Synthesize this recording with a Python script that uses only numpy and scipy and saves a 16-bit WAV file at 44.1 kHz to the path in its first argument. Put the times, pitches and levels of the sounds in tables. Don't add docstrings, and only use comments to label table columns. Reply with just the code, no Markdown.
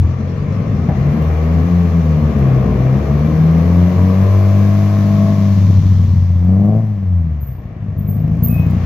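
import sys
import numpy as np
from scipy import signal
from scipy.fft import rfft, irfft, next_fast_len
from scipy.io import wavfile
from scipy.ndimage import uniform_filter1d

SR = 44100
rng = np.random.default_rng(int(sys.argv[2]) if len(sys.argv) > 2 else 0)


def materialize(psi):
    bounded = np.clip(np.atleast_2d(psi).T, -1, 1)
    quanta = np.round(bounded * 32767).astype(np.int16)
    wavfile.write(sys.argv[1], SR, quanta)


N = 390285
T = np.arange(N) / SR

# time in seconds, firings per second.
FIRING_RATE = [(0, 41.6), (.5, 49.62), (.9, 59.8), (1.0, 69.96), (1.2, 79.05), (1.4, 79.04), (1.7, 88.4),
               (2.0, 81.33), (2.4, 67.84), (2.68, 60.62), (3.3, 77.48), (3.9, 90.75), (4.3, 97.83),
               (4.8, 101.1), (5.3, 101.3), (6.42, 87.7), (6.8, 112.1), (7.0, 96.96), (7.65, 55.3),
               (7.95, 47.81), (8.5, 58), (8.85, 59.6)]
# time in seconds, throttle from 0 to 1.
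THROTTLE_OPENING = [(.35, 0.5), (.6, .64), (.8, 0.62), (1.2, 0.85), (2.05, 0.75), (2.5, 0.91), (3.3, 0.84),
                    (4.25, 0.89), (5.3, 0.7), (5.95, .36), (6.35, .24), (6.55, 0.72), (6.75, .94),
                    (6.88, .34), (7.5, 0), (8.0, 0.24), (8.5, 0.49), (8.85, 0.51)]
# start and end in seconds, firing scatter in dB, lope from 0 to 1, gas in dB.
LUMPY_SPELLS = [(-.5, 1.0, 3, .48, -22), (4.25, 5.58, .45, .15, -34), (5.58, 6.3, 1.0, .08, -20),
                (7.45, 8.1, 2.7, .28, -21), (8.1, 9.5, .9, .5, -27)]
# frequency in Hz, level in dB.
PIPE_SPECTRUM = [(25, -27.5), (52, -4.5), (85, 7.5), (110, 7), (150, 1), (200, -0.5), (245, -11),
                 (295, -15.5), (350, -18.5), (430, -21.5), (760, -30), (920, -40.5), (1400, -38),
                 (4000, -76.5)]
GAS_SPECTRUM = [(30, 1.5), (80, -6.5), (130, -1), (200, 3), (340, 9), (490, 7.5), (650, 11), (900, 15),
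                (2000, 8.5)]
# frequency in Hz, width in Hz, lift in dB.
PIPE_RESONANCES = [(75.5, 56, 2.5), (165, 27, 5), (303, 55, 1), (471.5, 24, 7), (654, 240, 10),
                   (1099, 370, 16)]
BAY_RESONANCES = [(1640, 92, 1.5), (2370, 100, 5)]
# time in seconds, level in dB.
BOOM_LEVEL = [(0.04, -9), (0.16, -21.5), (0.75, -18), (1.22, -19), (1.27, -13.5), (3.45, -18), (3.84, -10),
              (3.92, -23), (3.99, -9), (4.13, -14.5), (4.26, -9), (5.36, -15.5), (5.68, -8.5), (6.57, -12),
              (6.98, -19), (7.15, -11.5), (7.72, -30.5), (7.92, -19.5), (8.58, -15.5), (8.85, -15.5)]
BODY_LEVEL = [(0.04, -26), (1.19, -13.5), (1.34, -25.5), (1.56, -12.5), (3.06, -17), (3.45, -10),
              (4.23, -15), (4.28, -24), (4.6, -15.5), (4.92, -18), (5.19, -12.5), (6.39, -23.5),
              (6.49, -12.5), (6.69, -13), (6.93, -25), (7.28, -22.5), (7.48, -39), (8.23, -17),
              (8.73, -14.5), (8.85, -25.5)]
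# frequency in Hz, level in dB.
RASP_SPECTRUM = [(200, -21), (500, -6.5), (800, 0.5), (1100, 7), (1400, -3.5), (1700, -2), (2050, -1.5),
                 (2400, -6), (2900, -9.5), (3600, -18.5), (6000, -42)]
HISS_SPECTRUM = [(1800, -21.5), (3000, 1.5), (4000, 1.5), (5000, 0), (6000, 0.5), (7000, -5), (8000, -17.5),
                 (9300, -20), (10500, -13.5), (11900, -6.5), (13500, -12), (15500, -15)]
RUMBLE_SPECTRUM = [(24, -42), (40, 2), (80, -18.5), (197, -26.5), (279, -18), (485, -25.5), (625, -15),
                   (1040, -39), (1890, -33.5), (10000, -85), (13000, -109), (22000, -120)]
TICK_SPECTRUM = [(3000, -28), (6000, -1.5), (8500, -10), (10500, -3.5), (13000, -1), (15500, 1)]
# start in seconds, level in dB, centre in Hz, decay in seconds.
COUGH_BURSTS = [(.189, -20, 190, .04), (.889, -22, 720, .03), (.889, -36, 1700, .03)]
# start in seconds, level in dB before colouring.
SHARP_TICKS = [(1.222, -37), (2.39, -43), (4.14, -56), (5.97, -46), (6.05, -44), (8.708, -39)]
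# middle and length in seconds, level in dB before colouring.
CRACKLE_SPELLS = [(5.8, 0.52, -67), (6.62, 0.76, -64.5), (8.536, .9, -56)]
# time in seconds, level in dB.
WHINE_LEVEL = [(0, -65), (3.4, -49), (4.2, -35), (4.6, -38), (5.05, -37), (5.3, -30.5), (5.55, -43),
               (6.5, -60), (8.85, -75)]
# multiple of the firing rate, relative level in dB.
WHINE_TONES = [(6, -4), (6.5, 0), (10.5, -7), (11, -11)]
# start and length in seconds, pitch in Hz, level in dB.
BRAKE_SQUEALS = [(7.402, .05, 13650, -43), (7.455, .04, 13700, -44), (7.975, .04, 13720, -45),
                 (8.068, .06, 13660, -38), (8.429, .035, 13570, -21), (8.455, .045, 13740, -36),
                 (8.475, .17, 2540, -41.5)]
# first and last lag in seconds, gain in dB with the car far off.
WALL_ECHOES = [(0.014, .027, -10.5), (.029, 0.01227, -12), (0.046, .071, -6)]
# frequency in Hz, side against mid in dB.
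ECHO_WIDTH = [(60, -36), (150, -23), (300, -12.5), (600, -8.5), (1100, -1.5), (3000, -0.5), (14000, 2.5)]
# frequency in Hz, left minus right in dB.
MIC_BALANCE = [(60, 2), (125, 2.5), (250, 3.5), (500, 6.5), (1000, 4), (5000, 5), (8000, 5), (13000, -4.5)]

PASS_S, SPEED_M_S, CLOSEST_M = 6.21, 5.55, 2.93
ECHO_DB, ECHO_DB_PER_DOUBLING = -14, 6
MID_REVS_HZ = 80
BARK, HONK, SNARL = (-24.5, 26.5, -2, -4), (-31.5, 28.5, 4.5, 0.5), (-39, 18.5, -6, -2.5)
RASP = (-33.5, 12.5, -18.5, -0.69, 1, -39.5)
HISS = (-45, -2, -20.5, -2.5, 3.5, -53)
SIZZLE = (-50, 15, -22.5, -2.5, 7.5, -64.5)


def undb(db):
    return 10 ** (np.asarray(db) / 20)


def curve(table):
    return np.interp(T, *np.transpose(table))


def db_at(spectrum, hz):
    f, db = np.transpose(spectrum)
    return np.interp(np.log(hz + 1), np.log(f), db)


def colour(x, spectrum, resonances=(), size=8192):
    hz = np.arange(size // 2 + 1) * SR / size
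    peaks_db = sum(lift / (1 + (2 * (hz - f) / width) ** 2) for f, width, lift in resonances)
    cepstrum = irfft(np.log(undb(db_at(spectrum, hz) + peaks_db)))
    cepstrum[1:size // 2] *= 2
    cepstrum[size // 2 + 1:] = 0
    return signal.oaconvolve(x, irfft(np.exp(rfft(cepstrum))))[:len(x)]


def weigh(x, gain):
    size = next_fast_len(x.shape[-1] + 8192)
    hz = np.arange(size // 2 + 1) * SR / size
    return irfft(rfft(x, size) * gain(hz), size)[..., :x.shape[-1]]


def band(x, low_hz, high_hz):
    return weigh(x, lambda f: 1 / (1 + (f / high_hz) ** 12) - 1 / (1 + (f / low_hz) ** 12))


def ride(x, db):
    window = SR // 9
    power = uniform_filter1d(uniform_filter1d(x.mean(axis=0) ** 2, window), window)
    return x * undb(db) / np.sqrt(np.abs(power) + 1e-18)


def street(x, wet_db, t60, damp_hz=9000):
    t = T[:SR]
    envelope = np.exp(-np.log(1000) * t / t60) * (1 - np.exp(-t / 0.012))
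    tails = rng.standard_normal((2, SR)) * envelope
    tails = weigh(tails / np.sqrt(np.sum(tails[0] ** 2)), lambda f: 1 / np.hypot(1, f / damp_hz))
    side_tail = weigh(tails[1], lambda f: undb(db_at(ECHO_WIDTH, f)))
    mid = signal.oaconvolve(x * undb(wet_db), tails[0])[:N]
    side = signal.oaconvolve(x * undb(wet_db), side_tail)[:N]
    return x + mid + np.array([side, -side])


def house_fronts(x, wet_db):
    out = x
    for first, last, db in WALL_ECHOES:
        lag = np.linspace(first, last, N)
        out = out + undb(db + np.minimum(wet_db, 0)) * np.interp(T - lag, T, x, left=0)
    return out


def car_position():
    along = SPEED_M_S * (T - PASS_S)
    distance = np.hypot(along, CLOSEST_M)
    return np.log2(distance / CLOSEST_M), (1 + along / distance) / 2


def roughness(octaves, fade_s=.25):
    scatter_db = .7 * undb(-11.5 * octaves)
    lope = np.full(N, .045)
    gas_db = -32 - 10 * octaves
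    out = even = np.array([scatter_db, lope, gas_db])
    for start, end, *lumpy in LUMPY_SPELLS:
        share = np.clip((T - start) / fade_s + .5, 0, 1) - np.clip((T - end) / fade_s + .5, 0, 1)
        out = out + share * (np.array(lumpy)[:, None] - even)
    return out


def firings(hz, scatter_db, lope, max_lag_s=.00055, jitter_s_per_db=.00003):
    count = np.cumsum(hz) / SR
    at = np.searchsorted(count, np.arange(int(count[-1]) + 1))
    cylinder = np.arange(len(at)) % 4
    cylinder_db = np.array([0.81, -1.3, -0.38, 0.51])[cylinder]
    late = cylinder % 2
    chance = rng.standard_normal((len(at), 2))
    strength = undb(scatter_db[at] * np.clip(chance[:, 0], -2, 2) + cylinder_db)
    strength *= 1 - lope[at] * late
    delay = late * max_lag_s * np.tanh(lope[at] / .17)
    delay += jitter_s_per_db * scatter_db[at] * chance[:, 1]
    return np.bincount(np.clip(at + (delay * SR).astype(int), 0, N - 1), strength, N)


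def puffs(pulses, decay_s, steady):
    flares = signal.lfilter([1], [1, -np.exp(-1 / (decay_s * SR))], pulses)
    return rng.standard_normal(N) * (steady + flares)


def pipe_level(voice, shut, octaves, behind):
    full_db, shut_db, behind_db, revs_db = voice
    return full_db - shut_db * shut + behind_db * behind + revs_db * octaves


def exhaust(pulses, gas_db, pipe_db, wet_db):
    bark_db, honk_db, snarl_db = pipe_db
    gas = colour(puffs(pulses, decay_s=.003, steady=.12), GAS_SPECTRUM)
    pipe = colour(pulses + undb(gas_db) * gas, PIPE_SPECTRUM, PIPE_RESONANCES)
    pipe = house_fronts(pipe, wet_db)
    low = street(pipe, wet_db - 6, t60=.7)
    high = street(pipe, wet_db, t60=0.87)
    boom = ride(band(low, 18, 130), curve(BOOM_LEVEL))
    body = ride(band(low, 130, 280), curve(BODY_LEVEL))
    bark = ride(band(high, 280, 540), bark_db)
    honk = ride(band(high, 540, 880), honk_db)
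    snarl = ride(band(high, 880, 4000), snarl_db)
    return boom + body + bark + honk + snarl


def bay_level(voice, shut, octaves, behind, doublings, swell_db_per_s=20.5):
    full_db, shut_db, behind_db, far_db, revs_db, end_db = voice
    own_db = full_db - shut_db * shut * (1 - behind) + revs_db * octaves
    own_db += behind_db * behind + far_db * doublings
    swell_db = end_db + swell_db_per_s * (T - T[-1])
    return 20 * np.log10(np.hypot(undb(own_db), undb(swell_db)))


def engine_bay(pulses, bay_db, wet_db):
    rasp_db, hiss_db, sizzle_db = bay_db
    rasp = colour(puffs(pulses, decay_s=0.0048, steady=0.66), RASP_SPECTRUM, BAY_RESONANCES)
    rasp = street(rasp, 0.44 * wet_db + 2.5, t60=1.0)
    rush = colour(puffs(pulses, decay_s=0.0054, steady=0.098), HISS_SPECTRUM)
    rush = street(rush, 0.24 * wet_db + 5, t60=0.28, damp_hz=14000)
    hiss, sizzle = band(rush, 1000, 9300), band(rush, 9300, 20000)
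    return ride(rasp, rasp_db) + ride(hiss, hiss_db) + ride(sizzle, sizzle_db)


def waiting_engines():
    rumble = colour(rng.standard_normal(N), RUMBLE_SPECTRUM)
    return ride(street(rumble, wet_db=8.3, t60=0.27), db=-42)


def coughs():
    out = np.zeros(N)
    for start, db, hz, decay in COUGH_BURSTS:
        gas = rng.standard_normal(N)
        burst = gas * (T > start) * np.exp(-np.abs(T - start) / decay)
        edges = hz * .8, hz * 1.2
        out += undb(db) * band(burst, *edges) / band(gas, *edges).std()
    return street(out, wet_db=-12.5, t60=0.92)


def ticking(pulses, spread_db=5):
    swell = sum(undb(db) * np.cos(np.pi * np.clip((T - middle) / length, -.5, .5))
                for middle, length, db in CRACKLE_SPELLS)
    uneven = pulses * undb(spread_db * np.clip(rng.standard_normal(N), -2, 2))
    crackle = puffs(uneven, decay_s=.001, steady=0)
    out = swell * crackle / crackle.std()
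    for start, db in SHARP_TICKS:
        out += undb(db) * rng.standard_normal(N) * (T > start) * np.exp(-np.abs(T - start) / .003)
    return street(colour(out, TICK_SPECTRUM), wet_db=-2.5, t60=.2, damp_hz=15000)


def gear_whine(hz, wet_db, waver_db=1.5):
    level_db = curve(WHINE_LEVEL)
    phase = 2 * np.pi * np.cumsum(hz) / SR
    out = np.zeros(N)
    for multiple, db in WHINE_TONES:
        waver = band(rng.standard_normal(N), 0.91, 76)
        gain = undb(level_db + db + waver_db * waver / waver.std())
        out += gain * np.sqrt(2) * np.sin(multiple * phase)
    return street(out, wet_db - 3.5, t60=0.13)


def brakes(waver=.012):
    out = np.zeros(N)
    drift = band(rng.standard_normal(N), 20, 260)
    bend = 1 + waver * drift / drift.std()
    for start, length, hz, db in BRAKE_SQUEALS:
        grip = np.sin(np.pi * np.clip((T - start) / length, 0, 1))
        out += undb(db) * np.sqrt(2) * grip * np.sin(2 * np.pi * np.cumsum(hz * bend) / SR)
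    return street(out, wet_db=-3, t60=.36, damp_hz=18000)


def scene():
    hz = curve(FIRING_RATE)
    octaves = np.log2(hz / MID_REVS_HZ)
    shut = 1 - np.clip(curve(THROTTLE_OPENING), 0, 1)
    doublings, behind = car_position()
    wet_db = ECHO_DB + ECHO_DB_PER_DOUBLING * doublings
    scatter_db, lope, gas_db = roughness(octaves)
    pulses = firings(hz, scatter_db, lope)
    pipe_db = [pipe_level(voice, shut, octaves, behind) for voice in (BARK, HONK, SNARL)]
    bay_db = [bay_level(voice, shut, octaves, behind, doublings) for voice in (RASP, HISS, SIZZLE)]
    engine = exhaust(pulses, gas_db, pipe_db, wet_db) + engine_bay(pulses, bay_db, wet_db)
    return engine + gear_whine(hz, wet_db) + coughs() + ticking(pulses) + brakes() + waiting_engines()


def record(dry, ceiling=.98, top_hz=15850):
    left = weigh(dry[0], lambda f: undb(db_at(MIC_BALANCE, f) / 2))
    right = weigh(dry[1], lambda f: undb(-db_at(MIC_BALANCE, f) / 2))
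    mics = np.array([left, right])
    rounded = mics / (1 + np.abs(mics / ceiling) ** 8) ** (1 / 8)
    return signal.sosfilt(signal.ellip(10, .1, 80, top_hz, fs=SR, output="sos"), rounded)


dry = scene()
out = record(dry)
materialize(out)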